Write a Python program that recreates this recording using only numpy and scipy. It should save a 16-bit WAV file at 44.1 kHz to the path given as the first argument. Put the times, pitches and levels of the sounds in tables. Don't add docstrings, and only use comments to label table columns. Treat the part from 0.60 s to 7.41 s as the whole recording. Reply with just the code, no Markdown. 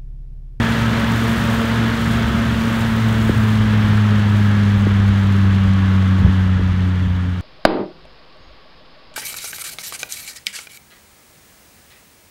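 import sys
import numpy as np
from scipy import signal
from scipy.fft import rfft, irfft
from scipy.io import wavfile
from scipy.ndimage import uniform_filter1d

SR = 44100
rng = np.random.default_rng(int(sys.argv[2]) if len(sys.argv) > 2 else 0)


def to_wav(sig):
    pcm = np.clip(np.atleast_2d(sig), -1, 1) * 32767
    pcm = np.round(pcm).astype(np.int16)
    wavfile.write(sys.argv[1], SR, pcm.T)


def volts_from_db(level):
    exponent = np.asarray(level, float) / 20
    return 10 ** exponent


N = 300305
T = np.arange(N) / SR
EASED_S = 2.15


def curves(table):
    s, *columns = np.transpose(table)
    return [np.interp(T, s, column) for column in columns]


def unit(x):
    return x / np.sqrt(np.mean(x ** 2))


def colour(x, points):
    hz, db = np.transpose(points)
    f = np.fft.rfftfreq(N, 1 / SR) + 1
    outside = np.minimum(np.minimum(f / hz[0], hz[-1] / f), 1) ** 3
    inside = volts_from_db(np.interp(np.log(f), np.log(hz), db))
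    return unit(irfft(rfft(x) * inside * outside, N))


def ring(x, hz, width):
    b, a = signal.iirpeak(hz, hz / width, fs=SR)
    return signal.lfilter(b, a, x)


def walk(rate):
    hold = int(SR / rate)
    held = rng.standard_normal(4096)[np.arange(N) // hold]
    return unit(uniform_filter1d(uniform_filter1d(held, hold), hold))


def turns(hz, wobble):
    return 2 * np.pi * np.cumsum(hz * (1 + wobble * walk(29.82))) / SR


def tone(phase, db, flutter_db):
    return np.sqrt(2) * volts_from_db(db + flutter_db * walk(20)) * np.sin(phase)


def grains(rate, spread_db, tail_s):
    chance, size = rng.random((2, N))
    clicks = (chance < rate / SR) * volts_from_db(-spread_db * np.log(size + .01))
    return unit(signal.lfilter([1], [1, -np.exp(-1 / (tail_s * SR))], clicks))


def swells(rows):
    return sum(height * np.exp(-.5 * ((T - s) / length) ** 2) for s, height, length in rows)


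def loud_swells(rows):
    return swells([(s, volts_from_db(db), length) for s, db, length in rows])


def after(s, rise_s):
    return np.clip((T - s) / rise_s, 0, 1)


def flywheel(away_db):
    # blade_hz, first_db, second_db, third_db
    housing = [(90.9, -15.5, -22, -34), (93, -14.5, -19, -36), (100.3, -14, -18, -42),
               (99.5, -14, -19.5, -46), (106.5, -15, -18.5, -44.5), (111.2, -18, -20, -45),
               (114.5, -25.5, -21, -44.5)]
    # blade_hz, lag_rad
    trailing = [(90, 4.6), (94, 4.6), (98.5, 3.9), (106.5, 2.6), (111, 1.5), (113.5, .3)]
    # level_db, loss_per_db (dB lost per dB of distance), idle_db (change once unloaded)
    overtones = [
        (-39.5, 1.6, 0.8),
        (-43, 0.3, -8.5),
        (-41, 1.1, -7.5),
        (-41.5, 2.1, -1),
    ]
    # start_s (peak), share_lost (0-1), length_s
    dips = [
        (2.712, 0.76, 0.0098),
        (2.75, 1, 0.0061),
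        (5.59, 0.43, 0.0076),
        (5.985, 0.34, .007),
        (6.018, 0.46, .008),
    ]

    blade_hz, coast_hz, coast_s = 113.68, 71.84, 5.6
    coasting = np.maximum(T - EASED_S, 0)
    hz = coast_hz + (blade_hz - coast_hz) * np.exp(-coasting / coast_s)
    rate, *response = np.transpose(housing)
    first_db, second_db, third_db = (np.interp(hz, rate, r) for r in response)
    lag = np.interp(hz, *np.transpose(trailing))
    phase = turns(hz, wobble=0.002)

    beat_hz, beat_top_s, beat_dies_s = 3.15, 0.896, 1
    beat_phase = phase + 2 * np.pi * beat_hz * (T - beat_top_s)
    beat = np.exp(-coasting / beat_dies_s) * tone(beat_phase, -31.5, flutter_db=-2.0)
    drone = tone(phase, first_db, flutter_db=0.45) + beat
    drone = drone + tone(2 * phase - lag, second_db, flutter_db=0.53)

    unloaded = after(EASED_S, 0.99)
    levels = [third_db]
    for db, loss, idle_db in overtones:
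        levels.append(db + loss * away_db + idle_db * unloaded)
    for order, db in zip((3, 4, 5, 6, 8), levels):
        blur = .07 * order * walk(12)
        drone = drone + tone(order * phase + blur, db, flutter_db=3.2)
    return drone * np.clip(1 - swells(dips), 0, 1), phase


def engine():
    # start_s, firing_hz, level_db
    firings = [
        (0, 68.4, -28),
        (1, 69.4, -30),
        (1.95, 70.6, -26.5),
        (2.3, 67.96, -42),
        (3, 67.6, -44),
        (6.81, 61.7, -39),
    ]
    hz, db = curves(firings)
    return tone(turns(hz, wobble=0.0061), db, flutter_db=0.0)


def blower(db):
    # pitch_hz, level_db (per Hz)
    roar = [(440, -0.5), (750, -3), (865, -0.5), (1310, 2), (1690, 2), (1930, -1), (2510, -6.5),
            (2800, -5.5), (3360, -6), (5000, -22), (6500, -27), (11000, -120)]
    # pitch_hz, width_hz, level_db
    chute_rings = [(940, 54, -0.5), (1124, 54, -0.5), (1291, 30, 6), (1605, 120, 0.5), (1663, 95, 6.5),
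                   (2314, 31, -4), (3236, 240, -4.5)]
    air = colour(rng.standard_normal(N), roar)
    chute = 0
    for hz, width, ring_db in chute_rings:
        ringing = ring(rng.standard_normal(N), hz, width) / np.sqrt(width)
        chute = chute + volts_from_db(ring_db + 4.1 * walk(3.37)) * ringing
    return volts_from_db(db + 0.32 * walk(12)) * unit(air + volts_from_db(-10.5) * unit(chute))


def rumble(db):
    # pitch_hz, level_db (per Hz)
    low_bed = [(35, -24), (60, 2), (150, 7.5), (200, 9), (270, 4), (330, -3.5), (400, -2.5), (520, -16),
               (650, -12), (800, -40)]
    return volts_from_db(db + 8.0 + 0.5 * walk(12)) * colour(rng.standard_normal(N), low_bed)


def clatter(db, blades):
    # pitch_hz, level_db (per Hz)
    metal = [(2500, -8), (4000, -2), (5000, -6.5), (7000, -9.5), (8000, -13.5), (10000, -16.5),
             (12700, -19), (13600, -24)]
    puff = 1 + 0.16 * np.cos(blades + 1.6) * (1 + 0.36 * walk(14))
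    knocks = 1.16 + 0.32 * grains(rate=180, spread_db=4.0, tail_s=0.0025)
    noise = rng.standard_normal(N) * puff * knocks
    return volts_from_db(db + 3.0 + 0.79 * walk(40)) * colour(noise, metal)


def feed():
    # start_s (peak), level_db, length_s
    flurries = [(0.132, -60, .07), (.55, -54.5, 0.05), (.73, -52, .07), (.97, -58, 0.094), (1.45, -59, .08),
                (2.182, -61, 0.081), (2.495, -63.5, .15), (2.71, -62, .04), (2.86, -60, 0.042),
                (3.3, -66, .08), (3.8, -61, .07), (4.17, -65, .07), (4.75, -68, .18), (5.38, -70, .08),
                (6.508, -71, 0.09)]
    last_feed_s, thins_db_per_s = 2.94, 11
    thinning_db = thins_db_per_s * np.maximum(T - last_feed_s, 0)
    steady_db = -53 - 3 * after(last_feed_s, .04) - thinning_db
    return 20 * np.log10(volts_from_db(steady_db) + loud_swells(flurries))


def grass(db):
    # pitch_hz, level_db (per Hz)
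    stalks = [(4000, -15), (7000, 1.5), (10000, -1.5), (12000, -3.5), (14500, -3.5), (16000, 0)]
    snaps = grains(rate=330, spread_db=2.5, tail_s=0.00053)
    crackle = rng.standard_normal(N) * (0.96 + 0.59 * snaps)
    return volts_from_db(db + 5.5 + 0.69 * walk(40.2)) * colour(crackle, stalks)


def wind():
    # start_s (peak), level_db, length_s
    gusts = [(0, -35, .06), (.33, -34, .07), (.66, -32, .03), (.8, -32, 0.045), (1.03, -42, .05),
             (1.36, -38, 0.054), (1.599, -33, 0.1), (2.2, -29, 0.11), (2.515, -27, 0.055),
             (2.74, -24, 0.065), (2.98, -26, 0.067), (3.18, -32, .06), (3.32, -23, .035), (3.75, -36, .3),
             (4.15, -30, 0.073), (4.395, -29, .11), (4.66, -27, .025), (4.88, -30, .07), (5.08, -26, 0.063),
             (5.643, -19, 0.042), (5.822, -30, .05), (5.994, -26, 0.058), (6.14, -26, 0.072),
             (6.468, -27, 0.047), (6.66, -26, 0.095)]
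    # start_s, level_db, pitch_hz (where the fall ends)
    thumps = [(2.248, -22, 198), (2.6935, -8, 161), (2.711, -26, 200), (2.746, -26, 203), (3.197, -31, 180),
              (4.268, -11, 147), (4.85, -27, 151), (5.584, -23, 180), (5.642, -29, 200),
              (5.659, -22.5, 288), (5.692, -26, 181), (5.993, -20, 160), (6.012, -21.5, 160)]
    low_air = [(30, -11), (55, 3.5), (75, 3.5), (100, 0.5), (140, -2), (250, -16.0), (500, -73)]  # Hz, dB
    flutter = colour(rng.standard_normal(N), low_air)
    calm = volts_from_db(-40 + 3 * walk(6.4))
    out = (calm + loud_swells(gusts)) * volts_from_db(1.5 + 2.0 * walk(15)) * flutter
    t = np.arange(800) / SR
    swell = ((t / .004) * np.exp(1 - t / .004)) ** 1.5
    for s, db, hz in thumps:
        falling = 2 * np.pi * np.cumsum(hz * (1 + 4 * np.exp(-t / .003))) / SR
        start = int(s * SR)
        out[start:start + 800] += volts_from_db(db) * swell * np.sin(falling)
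    return out


def ticks():
    # start_s, level_db, pitch_hz (ring)
    clicks = [(0.1231, -24, 6690), (0.5926, -29, 6490), (0.7303, -25, 7350), (0.839, -23, 6260),
              (0.8739, -20, 7070), (1.3603, -31, 7170), (1.6237, -28, 6900), (2.1844, -26, 6390),
              (2.2098, -23, 7280), (2.4249, -44, 6450), (2.4438, -29, 6047), (2.5296, -31, 7230),
              (2.6557, -29, 8420), (3.5732, -37, 6480), (3.5971, -30, 6610), (3.7633, -31, 6150),
              (3.8396, -41, 6010), (3.9492, -38, 6110), (4.0357, -36, 6386), (4.0662, -39, 6510),
              (4.1839, -40, 6360), (4.2217, -29, 6126), (4.2517, -28, 6070), (4.367, -38, 6645),
              (4.3974, -40, 6250), (4.4882, -30, 6676), (4.7252, -28, 6370), (4.7661, -29, 6540),
              (5.0617, -37, 7330), (5.4091, -47, 6200)]
    out = np.zeros(N + 400)
    t = np.arange(400) / SR
    for s, db, hz in clicks:
        crack = ring(rng.standard_normal(400), hz, 3500) * 1.1
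        crack = crack + .5 * np.sin(2 * np.pi * hz * t)
        start = int(s * SR)
        out[start:start + 400] += volts_from_db(db - 4.5) * np.exp(-t / .0015) * crack
    high_pass = signal.butter(2, 4000, "high", fs=SR, output="sos")
    return signal.sosfilt(high_pass, out[:N])


def gear_whine():
    # start_s, pitch_hz, level_db
    gear = [
        (4.6, 1117, -60),
        (4.8, 1115, -42),
        (5.7, 1108, -43),
        (5.9, 1105, -65),
    ]
    hz, db = curves(gear)
    return tone(turns(hz, wobble=0.0017), db, flutter_db=0.5)


def scene():
    recede_s = 2.98
    away_db = -20 * np.log10(np.hypot(1, T / recede_s))
    drone, blades = flywheel(away_db)
    machine = drone + engine() + blower(-24.5 + away_db)
    machine = machine + rumble(-32 + 0.88 * away_db)
    machine = machine + clatter(-42 + 1.44 * away_db, blades)
    return (machine + grass(feed()) + wind() + ticks() + gear_whine())[None]


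def band_limit(x):
    return signal.sosfilt(signal.butter(12, 16570, fs=SR, output="sos"), x)


def record(dry):
    bass_cut = signal.butter(2, 35, "high", fs=SR, output="sos")
    cut = signal.sosfilt(bass_cut, dry)
    port = cut - .5 * ring(cut, 10400, 700)
    soft = np.tanh(.5 * port) / .5
    faded = soft * (1 - after(5.7, 2.7))
    below_top = np.fft.rfftfreq(N, 1 / SR) < 15730
    mix = irfft(rfft(faded) * below_top, N)
    return band_limit(mix)


dry = scene()
out = record(dry)
to_wav(out)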